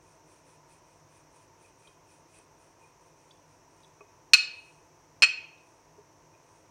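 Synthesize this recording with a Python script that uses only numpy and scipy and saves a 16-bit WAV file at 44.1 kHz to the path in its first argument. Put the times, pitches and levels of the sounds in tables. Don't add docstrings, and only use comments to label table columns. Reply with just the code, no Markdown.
import sys
import numpy as np
from scipy import signal
from scipy.fft import rfft, irfft, next_fast_len
from scipy.io import wavfile
from scipy.ndimage import uniform_filter1d, minimum_filter1d, map_coordinates

SR = 44100
rng = np.random.default_rng(int(sys.argv[2]) if len(sys.argv) > 2 else 0)


def to_wav(s):
    ch = np.atleast_2d(s).T
    pcm = np.round(np.clip(ch, -1, 1) * 32767)
    wavfile.write(sys.argv[1], SR, pcm.astype(np.int16))


N = 295716
TIME = np.arange(N) / SR
RING = np.arange(SR // 4) / SR

# (centre [Hz], half-width [Hz], level [dB rms])
HUM_BANDS = [(49.93, 10, -80), (101, 13, -72.5), (153.5, 12, -71), (512, 20, -78), (667, 63, -72.5),
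             (900, 42, -70), (975, 80, -69.5), (5540, 350, -76), (5970, 330, -72.5), (6650, 180, -79.5)]
# (frequency [Hz], relative level [dB per Hz])
AIR_COLOUR = [(20, -27), (55, -8), (120, -11), (210, -10.5), (310, 1.5), (650, -5), (800, -9), (1050, -4.5),
              (1300, -10), (2600, -15), (3300, -22), (8000, -23), (11000, -30), (15500, -32)]
# (time of full speed [s], level [dB], length [s])
STROKES = [(0.087, -72, 0.23), (0.327, -68.5, 0.2), (0.501, -67, 0.17), (0.724, -66, 0.15),
           (.91, -74, 0.25), (1.15, -70, 0.2), (1.378, -67.5, 0.2), (1.639, -68, 0.18),
           (1.848, -68.5, 0.21), (2.131, -68.5, 0.2), (2.354, -63.5, 0.2), (2.635, -70.5, 0.19),
           (2.838, -73.5, 0.18), (3.05, -76, 0.17), (3.26, -75.5, 0.32), (3.52, -76.5, 0.18),
           (3.793, -76, 0.35), (4.63, -72, .55), (5.68, -77.5, 0.33), (6.53, -76, .33)]
# (frequency [Hz], relative level [dB per Hz])
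SWISH_COLOUR = [(300, -6), (1200, -6), (2500, 0), (4000, -3), (6500, -4.5), (8000, 2), (9300, 0.5),
                (10200, -5), (11200, -16), (15000, -24.5)]
# (time [s], relative level [dB], centre of the excited band [Hz])
TICKS = [(.360, -61, 8000), (1.873, -50, 3150), (1.876, -51, 3850), (2.3857, -50, 2740), (2.387, -46, 9000),
         (3.309, -50, 3520), (3.3135, -52, 4660), (3.8328, -52.5, 4000), (3.845, -54, 3730),
         (5.579, -63, 3600)]
# (frequency [Hz], relative level [dB], t60 [s])
AXLE_MODES = [(2550, -4, .03), (3190, -1, .035), (3450, 0, .03), (3800, -1, .035), (4620, 0, .03),
              (8400, -4, .012), (9300, -4, .012)]
# (time [s], relative level [dB], brightness [dB per octave], rise time constant [s])
BUMPS = [(1.877, -57, -2, 0.0017), (2.387, -59, -11, .001), (4.007, -46, 2, .0015),
         (5.98, -44.5, -14, 0.0028)]
# (frequency [Hz], relative level [dB], t60 [s])
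WORKTOP_MODES = [(415, 0, .12), (490, -7, .09), (635, -4, .08), (905, -8, .07), (1140, 0, .05),
                 (1260, -9, .05), (2250, -13, .05), (2520, -5, .06)]
# (time of the peak [s], level [dB], spread to either side [s])
RUBS = [(1.658, -61, 0.019), (1.87, -69.5, 0.06), (2.834, -66, 0.039), (6.348, -64, 0.016)]
# (time [s], relative level [dB], brightness [dB per octave])
CLACK_CONTACTS = [
    [(4.3343, -2, 3.6), (4.33676, -12, -1.1), (4.3382, -22, 4.2), (4.3406, -7, 4), (4.34879, -13, -3.7)],
    [(5.2215, -7, 1.6), (5.22435, -10, 1.6), (5.22879, -5, -4), (5.23549, -8, -2.4), (5.23917, -16, 3.2),
     (5.24294, -14, -1.9), (5.24612, -21, .4)],
]
# (strength [dB], worktop knock [dB], contact noise [dB],
# bottom of the blow's spectrum [Hz], top of the blow's spectrum [Hz])
LANDINGS = [(2.8, -29, -14.5, 680, 14000), (1.5, -18.5, -12.5, 588, 10400)]
# (frequency [Hz], t60 [s], relative level in the first clack [dB], relative level in the second [dB])
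PIN_MODES = [(1229.5, 0.036, -28, -26), (1468, 0.055, -22, -27.5), (1928, 0.036, -23, -21.5),
             (2083, 0.026, -22, -26.5), (2220, 0.039, -26, -31.5), (2422, 0.034, -13, -9),
             (2559, 0.034, -3, 1), (2680, 0.032, -16, -20.5), (2790, 0.058, -14, -17),
             (3109, .04, -22.5, -14.5), (3700, 0.035, -19.5, -26.5), (4110, 0.047, -11.5, -35.5),
             (4320, 0.026, -4, -4.5), (4450, .025, -28.5, -27.5), (5166, 0.049, -14, -13),
             (5260, 0.03, -16.5, -23.5), (5820, .04, -27, -18.5), (6100, 0.024, -14.5, -26),
             (7060, .03, -22, -25), (7490, .033, -24, -17), (8514, .035, -31.5, -26),
             (10500, 0.027, -39, -44)]
# (frequency [Hz], relative level [dB])
CRACK_COLOUR = [(200, -46.5), (600, -19), (950, -16), (1250, 6.5), (2500, 5.5), (3600, -1), (6000, -0.5),
                (9200, -6), (11000, -20), (16000, -29)]
# (frequency [Hz], t60 [s])
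ROOM_DECAY = [(200, 0.19), (1200, .42), (2500, 0.57), (4500, 0.42), (8000, 0.31), (14000, 0.11)]

SPEED_UP_SHARE = .42
SWISH_GROWS = 1.7
SING_HZ, SING_WIDTH_HZ, SING_WANDER_HZ = 9300, 430, 130
TOP_HZ = 16100


def amp(db):
    return 10 ** (np.asarray(db) / 20)


def unit(x):
    return x / np.sqrt(np.mean(x ** 2) + 1e-20)


def along(points, hz):
    f, v = np.transpose(points)
    return np.interp(np.log(hz + 1), np.log(f + 1), v)


def filtered(x, response):
    size = next_fast_len(len(x) + 8192)
    gain = response(np.fft.rfftfreq(size, 1 / SR))
    return irfft(rfft(x, size) * gain, size)[:len(x)]


def noise(response, size=N):
    return unit(filtered(rng.standard_normal(size), response))


def band(centre_hz, half_width_hz):
    return lambda hz: 1 / (1 + ((hz - centre_hz) / half_width_hz) ** 2)


def wobble(rate):
    knots = rng.standard_normal(int(N * rate / SR) + 4)
    return map_coordinates(knots, [TIME * rate])


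def add(track, s, sound):
    part = track[round(s * SR):][:len(sound)]
    part += sound[:len(part)]


def decay(t60):
    return np.exp(-np.log(1000) * RING / t60)


def onset(rise_s):
    return 1 - np.exp(-RING / rise_s)


def blow(tilt_db, pivot_hz, top_hz):
    return lambda hz: amp(tilt_db * np.log2((hz + 100) / pivot_hz)) / np.sqrt(1 + (hz / top_hz) ** 12)


def ring(modes, colour, scatter_db):
    hz, db, t60 = np.transpose(modes)[:, :, None]
    gain = amp(db + scatter_db * rng.standard_normal(hz.shape)) * colour(hz)
    return np.sum(gain * decay(t60) * np.sin(2 * np.pi * hz * RING), axis=0)


def burst(response, t60):
    return noise(response, size=len(RING)) * decay(t60)


def room_answer(x, build_s):
    hz, t, z = signal.stft(rng.standard_normal(SR), SR, nperseg=256)
    fade = np.exp(-np.log(1000) * t / along(ROOM_DECAY, hz)[:, None])
    tail = signal.istft(z * fade, SR, nperseg=256)[1]
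    tail = tail * (1 - np.exp(-np.arange(len(tail)) / SR / build_s))
    return signal.fftconvolve(x, tail / np.linalg.norm(tail))[:N]


def appliance(air_db):
    hum = sum(amp(db) * noise(band(hz, width)) for hz, width, db in HUM_BANDS)
    air = noise(lambda hz: amp(along(AIR_COLOUR, hz)))
    return hum + amp(air_db) * air


def speed(s, length):
    share = np.where(TIME < s, SPEED_UP_SHARE, 1 - SPEED_UP_SHARE)
    return np.abs(np.cos(np.pi / 2 * np.clip((TIME - s) / (share * length), -1, 1)))


def rolling(swish_db, sing_db, barrel_db, grain_db, rise_hz, rest_db, uneven_db):
    strokes = sum(amp(db) * speed(s, length) ** SWISH_GROWS for s, db, length in STROKES)
    stroke_db = 20 * np.log10(strokes + amp(rest_db)) + uneven_db * wobble(35)
    grain = amp(grain_db * wobble(700))
    flour = unit(noise(lambda hz: amp(along(SWISH_COLOUR, hz))) * grain)
    strongest_db = max(db for s, db, length in STROKES)
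    sing_hz = SING_HZ + rise_hz * (stroke_db - strongest_db) + SING_WANDER_HZ * wobble(12)
    carrier = np.cos(2 * np.pi * np.cumsum(sing_hz) / SR)
    sing = unit(noise(band(0, SING_WIDTH_HZ)) * carrier)
    barrel = noise(band(2500, 90))
    return amp(stroke_db) * (amp(swish_db) * flour + amp(sing_db) * sing + amp(barrel_db) * barrel)


def handling(attack_s):
    out = np.zeros(N)
    for s, db, pitch_hz in TICKS:
        tick = ring(AXLE_MODES, band(pitch_hz, .11 * pitch_hz), scatter_db=3.0)
        add(out, s, amp(db) * tick * onset(attack_s))
    for s, db, tilt_db, rise_s in BUMPS:
        thud = ring(WORKTOP_MODES, blow(tilt_db, pivot_hz=507, top_hz=4000), scatter_db=0.5)
        add(out, s, amp(db) * thud * onset(rise_s))
    rubbing = sum(amp(db) * np.exp(-2 * ((TIME - s) / spread) ** 2) for s, db, spread in RUBS)
    return out + rubbing * noise(band(2470, 56))


def clack(contacts, landing, modes, crack_t60, snap_db, attack_s, room_db):
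    strength_db, knock_db, crack_db, low_hz, top_hz = landing
    pin, slab = np.zeros((2, N))
    for s, db, tilt_db in contacts:
        colour = blow(tilt_db, pivot_hz=3000, top_hz=top_hz)
        crack = burst(lambda hz: amp(along(CRACK_COLOUR, hz)) * colour(hz), crack_t60)
        snap = burst(lambda hz: colour(hz) * (hz > top_hz / 4), t60=0.0082)
        contact_noise = crack + amp(snap_db) * snap
        wood = ring(modes, colour, scatter_db=1.5) + amp(crack_db) * contact_noise
        add(pin, s, amp(db + strength_db) * wood * onset(attack_s))
    knock = ring(WORKTOP_MODES, blow(11, pivot_hz=1250, top_hz=1500), scatter_db=1) * np.exp(-RING / .03)
    first_s = contacts[0][0]
    add(slab, first_s, amp(knock_db) * knock * onset(.003) ** 2)
    edges = [low_hz, min(1.1 * top_hz, SR / 2 - 1000)]
    barrel_filter = signal.butter(5, edges, "bandpass", fs=SR, output="sos")
    direct = slab + signal.sosfilt(barrel_filter, pin)
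    return direct + amp(room_db) * room_answer(direct, build_s=0.0085)


def scene():
    hum = appliance(air_db=-63.5)
    work = rolling(swish_db=-2.0, sing_db=-5.0, barrel_db=-7, grain_db=1.0,
                   rise_hz=40, rest_db=-89, uneven_db=1.06)
    work = work + handling(attack_s=0.00056)
    work_in_room = work + amp(-15.0) * room_answer(work, build_s=.01)
    hz, t60, *spots = np.transpose(PIN_MODES)
    clacks = np.zeros(N)
    for contacts, landing, db in zip(CLACK_CONTACTS, LANDINGS, spots):
        modes = np.transpose([hz, db, t60])
        clacks += clack(contacts, landing, modes, crack_t60=.026, snap_db=-3, attack_s=0.00081, room_db=-16.0)
    return (clacks + work_in_room + hum)[None]


def record(dry):
    top = .93
    needed = top / np.maximum(np.abs(dry), top)
    limited = dry * uniform_filter1d(minimum_filter1d(needed, size=21), size=17)

    def band_limit(hz):
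        return np.clip((TOP_HZ - hz) / 300, 0, 1)
    return np.array([filtered(channel, band_limit) for channel in limited])


dry = scene()
out = record(dry)
to_wav(out)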